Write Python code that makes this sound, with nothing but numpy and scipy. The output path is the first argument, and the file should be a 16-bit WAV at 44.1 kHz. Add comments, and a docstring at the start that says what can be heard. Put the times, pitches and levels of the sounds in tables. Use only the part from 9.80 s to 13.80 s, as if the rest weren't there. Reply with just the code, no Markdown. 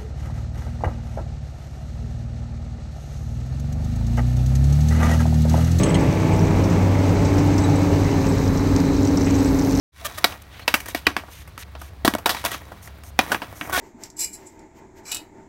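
"""Open-air noise and a low, wavering hum fade in, with a squeak and a short skid of wheels.
Then a skateboard is fumbled on concrete: its tail pops, the deck (the wooden board) clatters down,
is dropped on its wheels and stepped on. Each blow briefly rings the wood and the trucks (the axles).
Shoes tap, scuff and squeak; grit and steel tick; the wheels roll, and judder as they skid sideways."""
import sys
import numpy as np
from scipy import signal
from scipy.fft import rfft, irfft, next_fast_len
from scipy.io import wavfile
from scipy.ndimage import uniform_filter1d, map_coordinates

SR = 44100
rng = np.random.default_rng(int(sys.argv[2]) if len(sys.argv) > 2 else 0)


def store_pcm(level_fs):
    """Save levels as 16-bit WAV."""
    pcm = np.round(np.clip(level_fs, -1, 1) * 32767).astype(np.int16)
    wavfile.write(sys.argv[1], SR, np.atleast_2d(pcm).T)


N = 176400
T = np.arange(N) / SR

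# A colour says how strong the lows and highs are. Each row: frequency in Hz, level in dB.
AIR_COLOUR = [(15, -21), (25, -6.5), (92, 1), (130, -8.5), (157, -7.5), (223, -17), (301, -19), (516, -22),
              (775, -24), (1130, -24), (3080, -31.5), (4250, -31.5), (5570, -38.5), (12200, -47),
              (16000, -55)]  # open-air noise
RUMBLE_COLOUR = [(80, -3), (280, -2.5), (450, -3.5), (700, -1.5), (1200, -5), (2200, -10.5), (5000, -36),
                 (16000, -18)]  # rolling wheels
BEARING_COLOUR = [(300, -29), (1000, 1.5), (2400, -2), (3800, -3.5), (4900, -7), (5900, -4.5), (7200, -9.5),
                  (10300, -9.5), (15000, -13)]  # spinning bearings
JUDDER_COLOUR = [(150, -45), (400, -6), (750, -2.5), (1130, 1.5), (1500, 5.5), (1900, -5), (2250, -6.5),
                 (2600, -42), (3300, -5), (5000, -27)]  # a wheel sticking and slipping
GRIND_COLOUR = [(100, -19), (300, -10), (1700, -1.5), (2700, -5), (4500, -7), (9000, -8.5), (16000, -7)]  # grit under a skidding wheel
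RUB_COLOUR = [(200, -11), (900, -4.5), (2000, 6), (3600, 4.5), (5500, -6), (16000, -36)]  # the rub in a scuff
SAND_COLOUR = [(1500, -14), (4500, -13.5), (6200, 0.5), (7800, -7.5), (9000, -2), (10400, -8.5),
               (12500, -1.5), (16000, -13.5)]  # the sandy hiss in a scuff
CRUNCH_COLOUR = [(4500, -2.5), (6000, 1.5), (7500, -2), (9000, 2), (10300, -3), (11800, 3), (16000, -4)]  # the crunch in a blow

# The tones of the hum. Each row: pitch in Hz, level in dB.
HUM_TONES = [(69.5, -47.5), (102, -54.5)]
# Rolling and spinning wheels. Each row: time in seconds, rumble in dB, bearing hiss in dB.
ROLL_LEVELS = [(.12, -64, -49.5), (.28, -43, -43.5), (.42, -47, -46), (.52, -39.5, -40.5),
               (.59, -55, -55.5), (.86, -49, -60.5), (.92, -69, -42.5), (1.03, -46, -50), (1.22, -57, -53),
               (2.12, -57, -68), (2.44, -51, -74), (2.48, -37, -46), (2.58, -47, -35), (2.63, -52, -43.5),
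               (2.69, -39, -36.5), (2.82, -51, -52.5), (3.371, -55, -69), (3.41, -38, -34),
               (3.47, -39, -45), (3.53, -31, -37.5), (3.61, -44, -49), (3.7, -47.5, -51.5),
               (3.86, -43, -64), (4, -33, -23.5)]
# Sideways skids. Each row: start and length in seconds, judder rate in Hz, level in dB.
SKIDS = [(0.243, 0.022, 604, -22.5), (0.374, 0.01, 613, -22), (3.92, 0.05, 378, -22.5)]
# Soles and clothes rubbing, and the rough grind that ends the last wheel skid.
# Each row: start and length in seconds, rub in dB, sandy hiss in dB.
SCUFFS = [(0.618, 0.0079, -54, -50), (0.713, 0.13, -48, -60.5), (1.074, 0.044, -42.5, -47),
          (1.504, 0.13, -51, -51), (1.788, 0.039, -46, -43.5), (1.987, 0.11, -56, -55),
          (1.824, 0.012, -40.5, -52), (2.648, 0.023, -27.5, -46), (2.712, 0.04, -35, -40),
          (2.75, 0.036, -46, -46.5), (3.022, 0.062, -60, -47), (3.242, 0.061, -70, -49.5),
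          (3.752, 0.14, -66, -47), (3.971, 0.03, -26.5, -32)]
# Rubber soles and wheels squeaking. Each row: start and length in seconds, pitch in Hz, level in dB.
SQUEAKS = [(0.212, 0.072, 670, -42.5), (0.252, 0.02, 3280, -33.5), (0.813, 0.028, 4260, -48),
           (1.252, 0.011, 3000, -34)]
# Steel and grit ticking on concrete. Each row: start in seconds, relative level in dB.
TICKS = [(1.779, -26), (2.4615, -12), (2.6503, -8), (2.717, -15.5), (3.3905, -4), (3.236, -32)]
# Weight coming down. Each row: start in seconds, pitch in Hz, level in dB, fade time in seconds.
THUDS = [(1.271, 83.5, -22, 0.013), (2.249, 188, -22, 0.016), (2.279, 192, -15, 0.0084),
         (3.523, 101, -33, 0.023)]
# The notes that deck and trucks ring at. Each row: pitch in Hz, level in dB relative to the blow,
# ring time in seconds. A ring time (t60) is how long a sound takes to fall by 60 dB.
BOARD_NOTES = [(284.8, -37.5, 0.25), (708, -37, 0.078), (950, -41.5, 0.1), (1127, -40, 0.091),
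               (1480, -56, 0.24), (1640, -42, 0.23), (1915, -27.5, 0.089), (2235, -28.5, 0.082),
               (2440, -47, 0.4), (3440, -29.5, 0.041), (3865, -25.5, 0.036), (5920, -43, 0.21)]
# The five bands of a blow: thump, body, clack, clink, grit. Each row: low and high edge in Hz.
BLOW_BANDS = [(195, 345), (480, 1600), (1600, 3000), (3000, 4750), (5300, 19500)]
# What each of those bands gains, in dB, as the crunch turns into its after-ring.
AFTER_RING_GAINS_DB = [-6, 3, -2, 0.5, 4]
# Light taps of shoes and wheels. Each row: start in seconds, force in dB, relative levels of the
# lows, middle and highs in dB, pitch of the hollow note in Hz.
TAPS = [(0.521, -23.5, -10, -6, -26, 760), (0.793, -24.5, -13.5, -9, -19, 1280),
        (1.001, -21, -15, -5, -8, 1780), (1.057, -21.5, -10, -9, -9, 1870),
        (1.083, -17, -10.5, -23, -9, 1850), (1.434, -26.5, -7.5, -45, -28, 695),
        (1.482, -28.5, -7, -18, -28, 790), (1.674, -32, -9, -10.5, -11.5, 2100),
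        (1.776, -20.5, -9.5, -10, -20, 1310), (1.95, -26, -6, -6.5, -26, 645),
        (2.014, -22.5, -8.5, -14.5, -13, 1250), (2.382, -19.5, -8, -10, -13.5, 860),
        (2.545, -14.5, -10, -7.5, -15, 880), (2.567, -24, -8, -1, -28, 990), (2.639, -17, -6, -9, -13, 950),
        (2.715, -16, -9.5, -34, -11, 1910), (2.742, -17, -8.5, -9, -24, 1270),
        (2.917, -23.5, -7, -17, -24.5, 680), (3.073, -25.5, -11.5, -11, -32, 1900),
        (3.234, -25, -16.5, -15, -15, 1190), (3.724, -26.5, -7, -20, -16, 704),
        (3.895, -22.5, 0, -13, -8.5, 980), (3.975, -10.5, -6.5, -14, -12, 640)]
# The board hitting the concrete. Each row: start in seconds, force in dB, five band levels in dB
# relative to the force, pitches in Hz of the thump and the struck spot's low and high notes, low note
# in dB relative to the body band, crunch ring time in seconds, after-ring and clean strike in dB
# relative to the crunch.
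KNOCKS = [(0.441, 4, -30.5, -17.5, -15, -13, -21.5, 303, 1344, 2220, 2.5, 0.014, -14.5, -4),
          (0.877, -2.5, -28, -13.5, -10, -15.5, -21, 323, 960, 2670, 6.5, 0.035, -12, -8),
          (0.939, 0.5, -21, -17, -11, -19.5, -18.5, 308, 1238, 2680, 3, 0.046, -11, -3),
          (1.146, -11, -13.5, -12.5, -11.5, -16.5, -17, 314, 683, 1860, 1, 0.015, -11.5, -20),
          (1.266, 1, -20, -15, -9.5, -16, -26.5, 324, 1114, 2440, 2.5, 0.019, -14.5, -9.5),
          (1.364, -7, -20.5, -13, -12, -17.5, -27, 314, 1116, 1680, -1.5, 0.011, -14.5, -10.5),
          (2.247, 0, -14.5, -17.5, -21, -20, -21.5, 227, 650, 1780, 5, 0.042, -8, -9),
          (2.276, -0.5, -11.5, -10, -16.5, -16.5, -20, 273, 1105, 1640, -3.5, 0.022, -13.5, -2),
          (2.336, -12.5, -10.5, -10.5, -13, -13, -18.5, 307, 1500, 2184, -2, 0.012, -19, -1.5),
          (2.349, -12, -12.5, -7, -21, -19, -16, 226, 610, 1740, 1, 0.011, -26, -3),
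          (2.457, -1, -24, -15, -17, -20.5, -20.5, 344, 931, 3800, 6, 0.074, -17, -28),
          (2.491, -7, -27.5, -13, -13.5, -15, -17.5, 294, 1120, 1750, -4, 0.11, -24, -24),
          (2.649, -11.5, -24, -8.5, -32, -16, -13.5, 345, 670, 3270, -2, 0.091, -11, -10),
          (2.659, -11.5, -34, -16, -10, -29, -11, 346, 945, 1950, 3, 0.04, 6, 15),
          (3.389, 2, -20, -10.5, -7.5, -16.5, -27.5, 282, 755, 2440, 0.5, 0.033, -13, 0),
          (3.516, -8, -21, -11, -14, -20, -20, 310, 1490, 1680, 6, 0.072, -24, -20),
          (3.544, -6, -24, -16.5, -13, -24, -30, 312, 903, 1646, 6.5, 0.074, -21, -3),
          (3.617, -17.5, -17.5, -13, -12, -20.5, -29, 310, 950, 1650, 6.5, 0.066, -8, -27),
          (3.81, -13, -20, -15.5, -9.5, -28, -29, 255, 1310, 1895, -3, 0.013, -11, 0)]

ATTACK_S, CONTACT_DELAY_S = 0.0008, 0.001222  # a blow's rise; its lag after the listed start
HOLD_S, HOLD_DOUBLES_DB = 0.0031, 6.5  # contact time of a 0 dB blow; extra force that doubles it
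AFTER_RING_T60, RATTLE_DB = 0.17, 1.5  # loose hardware makes the after-ring uneven
DECK_DB, DECK_T60, THUMP_NOISE_DB = 5.5, 0.038, -2.5  # the deck's bending thump and the noise in it
TAP_BANDS_DB, TAP_THUMP_DB, TAP_CLINK_DB, TAP_NOTE_DB = -6, -8, -7, 2.5  # added to a tap's levels
JUDDER_DB, GRIND_DB = -3, -4  # added to a skid's level
JUDDER_SAG, JUDDER_SCATTER = 0.54, 0.009  # share of the rate lost per second; its random wander
AIR_DB, FADE_START_S, FADE_END_S = -45, 0.12, 0.21
LOW_CUT_HZ, TOP_HZ, PEAK_LIMIT = 38, 15950, 0.93


def amp(db):
    """Turn decibels into a number to multiply by."""
    return 10 ** (np.asarray(db) / 20)


def filtered(x, response):
    """Turn each frequency of x up or down by response(hz)."""
    size = next_fast_len(len(x) + 8192)
    return irfft(rfft(x, size) * response(np.fft.rfftfreq(size, 1 / SR)), size)[:len(x)]


def coloured(x, colour):
    """Give x a colour, then set its average strength (rms) to 1."""
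    points_hz, db = np.transpose(colour)
    shaped = filtered(x, lambda hz: amp(np.interp(np.log(hz + 1), np.log(points_hz), db)))
    return shaped / np.sqrt(np.mean(shaped ** 2) + 1e-20)


def wobble(rate, size=N):
    """A smooth curve through `rate` random values a second."""
    values = rng.standard_normal(int(size * rate / SR) + 4)
    return map_coordinates(values, [np.arange(size) * rate / SR])


def grains(spread_db, size=N):
    """Gritty noise: many tiny contacts of uneven strength, 16 samples each."""
    strength = np.minimum(rng.standard_normal(size // 16 + 1), 2.2)
    return rng.standard_normal(size) * amp(spread_db * np.repeat(strength, 16)[:size])


def add(track, start, sound):
    """Mix a sound into the track at a start time in seconds."""
    i = int(round(start * SR))
    track[i:i + len(sound)] += sound[:N - i]


def stroke(start, length, rise, fall):
    """A loudness curve that rises, holds and dies away; all times are in seconds."""
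    return np.clip((T - start) / rise, 0, 1) * np.exp(-np.maximum(T - start - length, 0) / fall)


def note(hz, t60):
    """One pure tone that starts quickly and dies away."""
    t = np.arange(SR // 4) / SR
    return np.sin(2 * np.pi * hz * t) * amp(-60 * t / t60) * np.minimum(t / ATTACK_S, 1)


def through_board(x, boost_db=30, width_hz=60):
    """Deck and trucks strengthen the parts of a sound that lie near their own notes."""
    def response(hz):
        damping = 1j * hz * width_hz
        return 1 + sum(amp(db + boost_db) * damping / (pitch ** 2 - hz ** 2 + damping)
                       for pitch, db, _ in BOARD_NOTES)
    return filtered(x, response)


def outdoors():
    """A low hum wavers under the open-air noise."""
    hum = np.zeros(N)
    for hz, db in HUM_TONES:
        loudness = amp(db + 3.2 * wobble(6.2)) * np.sqrt(2)
        hum += loudness * np.sin(2 * np.pi * hz * T + 0.5 * wobble(5.83))
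    return hum + amp(AIR_DB + 0.45 * wobble(5.4)) * coloured(rng.standard_normal(N), AIR_COLOUR)


def rolling():
    """The wheels rumble through the board and their bearings hiss."""
    times, rumble_db, hiss_db = np.transpose(ROLL_LEVELS)
    rumble_gain = amp(np.interp(T, times, rumble_db) + 2.7 * wobble(60))
    rumble = coloured(through_board(grains(spread_db=7)), RUMBLE_COLOUR)
    hiss_gain = amp(np.interp(T, times, hiss_db) + wobble(50))
    hiss = coloured(through_board(grains(spread_db=5.5)), BEARING_COLOUR)
    return rumble_gain * rumble + hiss_gain * hiss


def skids():
    """A wheel grinds sideways, sticking and slipping at a rate that sags a little as it slows."""
    out = np.zeros(N)
    grind = coloured(grains(spread_db=4), GRIND_COLOUR)
    for start, length, hz, db in SKIDS:
        rate_hz = hz * (1 - JUDDER_SAG * (T - start) + JUDDER_SCATTER * wobble(150))
        phase = 2 * np.pi * np.cumsum(rate_hz) / SR
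        buzz = sum(np.sin(k * phase + rng.uniform(0, 2 * np.pi)) for k in range(1, 11))
        judder = coloured(buzz * amp(3.9 * wobble(300)), JUDDER_COLOUR)
        loudness = amp(db) * stroke(start, length, rise=0.011, fall=0.0063)
        out += loudness * (amp(JUDDER_DB) * judder + amp(GRIND_DB) * grind)
    return out


def scuffs():
    """Soles and clothes rub with wavering pressure, and the last wheel skid ends in a rough grind."""
    out = np.zeros(N)
    rub = coloured(grains(spread_db=1), RUB_COLOUR)
    sand = coloured(grains(spread_db=3.5), SAND_COLOUR)
    for start, length, rub_db, sand_db in SCUFFS:
        edge = 0.18 * length  # longer rubs start and stop more gently
        pressure = stroke(start - edge / 2, length, rise=1.12 * edge, fall=edge / 2) * amp(wobble(90))
        out += pressure * (amp(rub_db) * rub + amp(sand_db) * sand)
    return out


def squeaks():
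    """Rubber soles and wheels give short tones with a shaky pitch."""
    out = np.zeros(N)
    for start, length, hz, db in SQUEAKS:
        phase = 2 * np.pi * np.cumsum(hz * (1 + 0.03 * wobble(980))) / SR
        out += amp(db) * stroke(start, length, rise=0.0097, fall=0.0036) * np.sin(phase)
    return out


def ticks():
    """A hard point cracks against the concrete and sends a bright click through the board."""
    fall = 0.0072 / np.log(1000)  # down 60 dB in 7.2 ms
    loudness = sum(amp(db) * stroke(start, 0, rise=1 / SR, fall=fall) for start, db in TICKS)
    clicks = through_board(loudness * rng.standard_normal(N))
    return signal.sosfilt(signal.butter(1, 1500, "highpass", fs=SR, output="sos"), clicks) / 2


def thuds():
    """A heavy landing pushes out a few slow, deep waves."""
    return sum(amp(db) * stroke(start, 0, rise=0.0058, fall=fall) * np.sin(2 * np.pi * hz * (T - start))
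               for start, hz, db, fall in THUDS)


def levelled(x):
    """Scale x so that its loudest 4 ms have a strength (rms) of 1."""
    return x / np.sqrt(uniform_filter1d(x * x, size=176).max())


def blow(levels_db, force_db, thump_hz, t60, ring_db, strike_db):
    """One hit: a clean strike, a short crunch, a rattling after-ring and the bending deck's thump."""
    t = np.arange(SR // 4) / SR
    hold = HOLD_S * 2 ** (force_db / HOLD_DOUBLES_DB)
    crunch_fade = amp(-60 * np.maximum(t - hold, 0) / t60)
    after_ring = amp(ring_db - 60 * t / AFTER_RING_T60 + RATTLE_DB * wobble(186, size=len(t)))
    loudness = np.minimum(t / ATTACK_S, 1) * np.hypot(crunch_fade, after_ring)
    strike = np.zeros(len(t))
    strike[int(ATTACK_S * SR)] = amp(strike_db) * np.linalg.norm(loudness)
    crunch = coloured(grains(spread_db=2, size=len(t)), CRUNCH_COLOUR)
    contact = through_board(crunch * loudness + strike)
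    out = np.zeros(len(t))
    for k, (edges_hz, db, gain_db) in enumerate(zip(BLOW_BANDS, levels_db, AFTER_RING_GAINS_DB)):
        band = signal.sosfilt(signal.butter(3, edges_hz, "bandpass", fs=SR, output="sos"), contact)
        band *= amp(gain_db * (1 - crunch_fade))
        if k == 0:  # the lowest band also carries the deck's thump
            band = amp(THUMP_NOISE_DB) * levelled(band) + amp(DECK_DB) * note(thump_hz, DECK_T60)
        out += amp(db) * levelled(band)
    return out


def taps():
    """Footsteps and small touches of the wheels: light blows, each with a short hollow note."""
    out = np.zeros(N)
    for start, db, low, middle, high, hz in TAPS:
        bands_db = np.array([low + TAP_THUMP_DB, low, middle, middle + TAP_CLINK_DB, high])
        touch = blow(TAP_BANDS_DB + db + bands_db, db, thump_hz=301, t60=0.042, ring_db=-12, strike_db=-21)
        hollow = amp(db + low + TAP_NOTE_DB) * note(hz, t60=0.027)
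        add(out, start + CONTACT_DELAY_S, touch + hollow)
    return out


def knocks():
    """The board hits the ground: a blow, two notes from the struck spot and the whole board ringing."""
    out = np.zeros(N)
    for start, db, *bands_db, thump_hz, low_hz, high_hz, low_db, t60, ring_db, strike_db in KNOCKS:
        body_db, clack_db = bands_db[1:3]
        spot = amp(body_db + low_db) * note(low_hz, t60=0.04) - amp(clack_db) * note(high_hz, t60=0.04)
        ringing = sum(rng.choice([-1, 1]) * amp(level + 2 * rng.standard_normal()) * note(hz, ring_time)
                      for hz, level, ring_time in BOARD_NOTES)
        hit = blow(bands_db, db, thump_hz, t60, ring_db, strike_db)
        add(out, start + CONTACT_DELAY_S, amp(db) * (hit + spot + ringing))
    return out


def scene():
    """Board, shoes, wheels and open air add up at one microphone."""
    hits = knocks() + thuds() + ticks() + taps()
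    return (hits + scuffs() + squeaks() + skids() + rolling() + outdoors())[None]


def record(dry):
    """The deepest bass is lost, the sound fades in, loud peaks are rounded and the very top is cut."""
    x = filtered(dry[0], lambda hz: hz ** 4 / (hz ** 4 + LOW_CUT_HZ ** 4))
    x *= np.clip((T - FADE_START_S) / (FADE_END_S - FADE_START_S), 0, 1)
    x /= (1 + np.abs(x / PEAK_LIMIT) ** 6) ** (1 / 6)
    return filtered(x, lambda hz: np.clip((TOP_HZ - hz) / 300 + 0.5, 0, 1))[None]


dry = scene()
out = record(dry)
store_pcm(out)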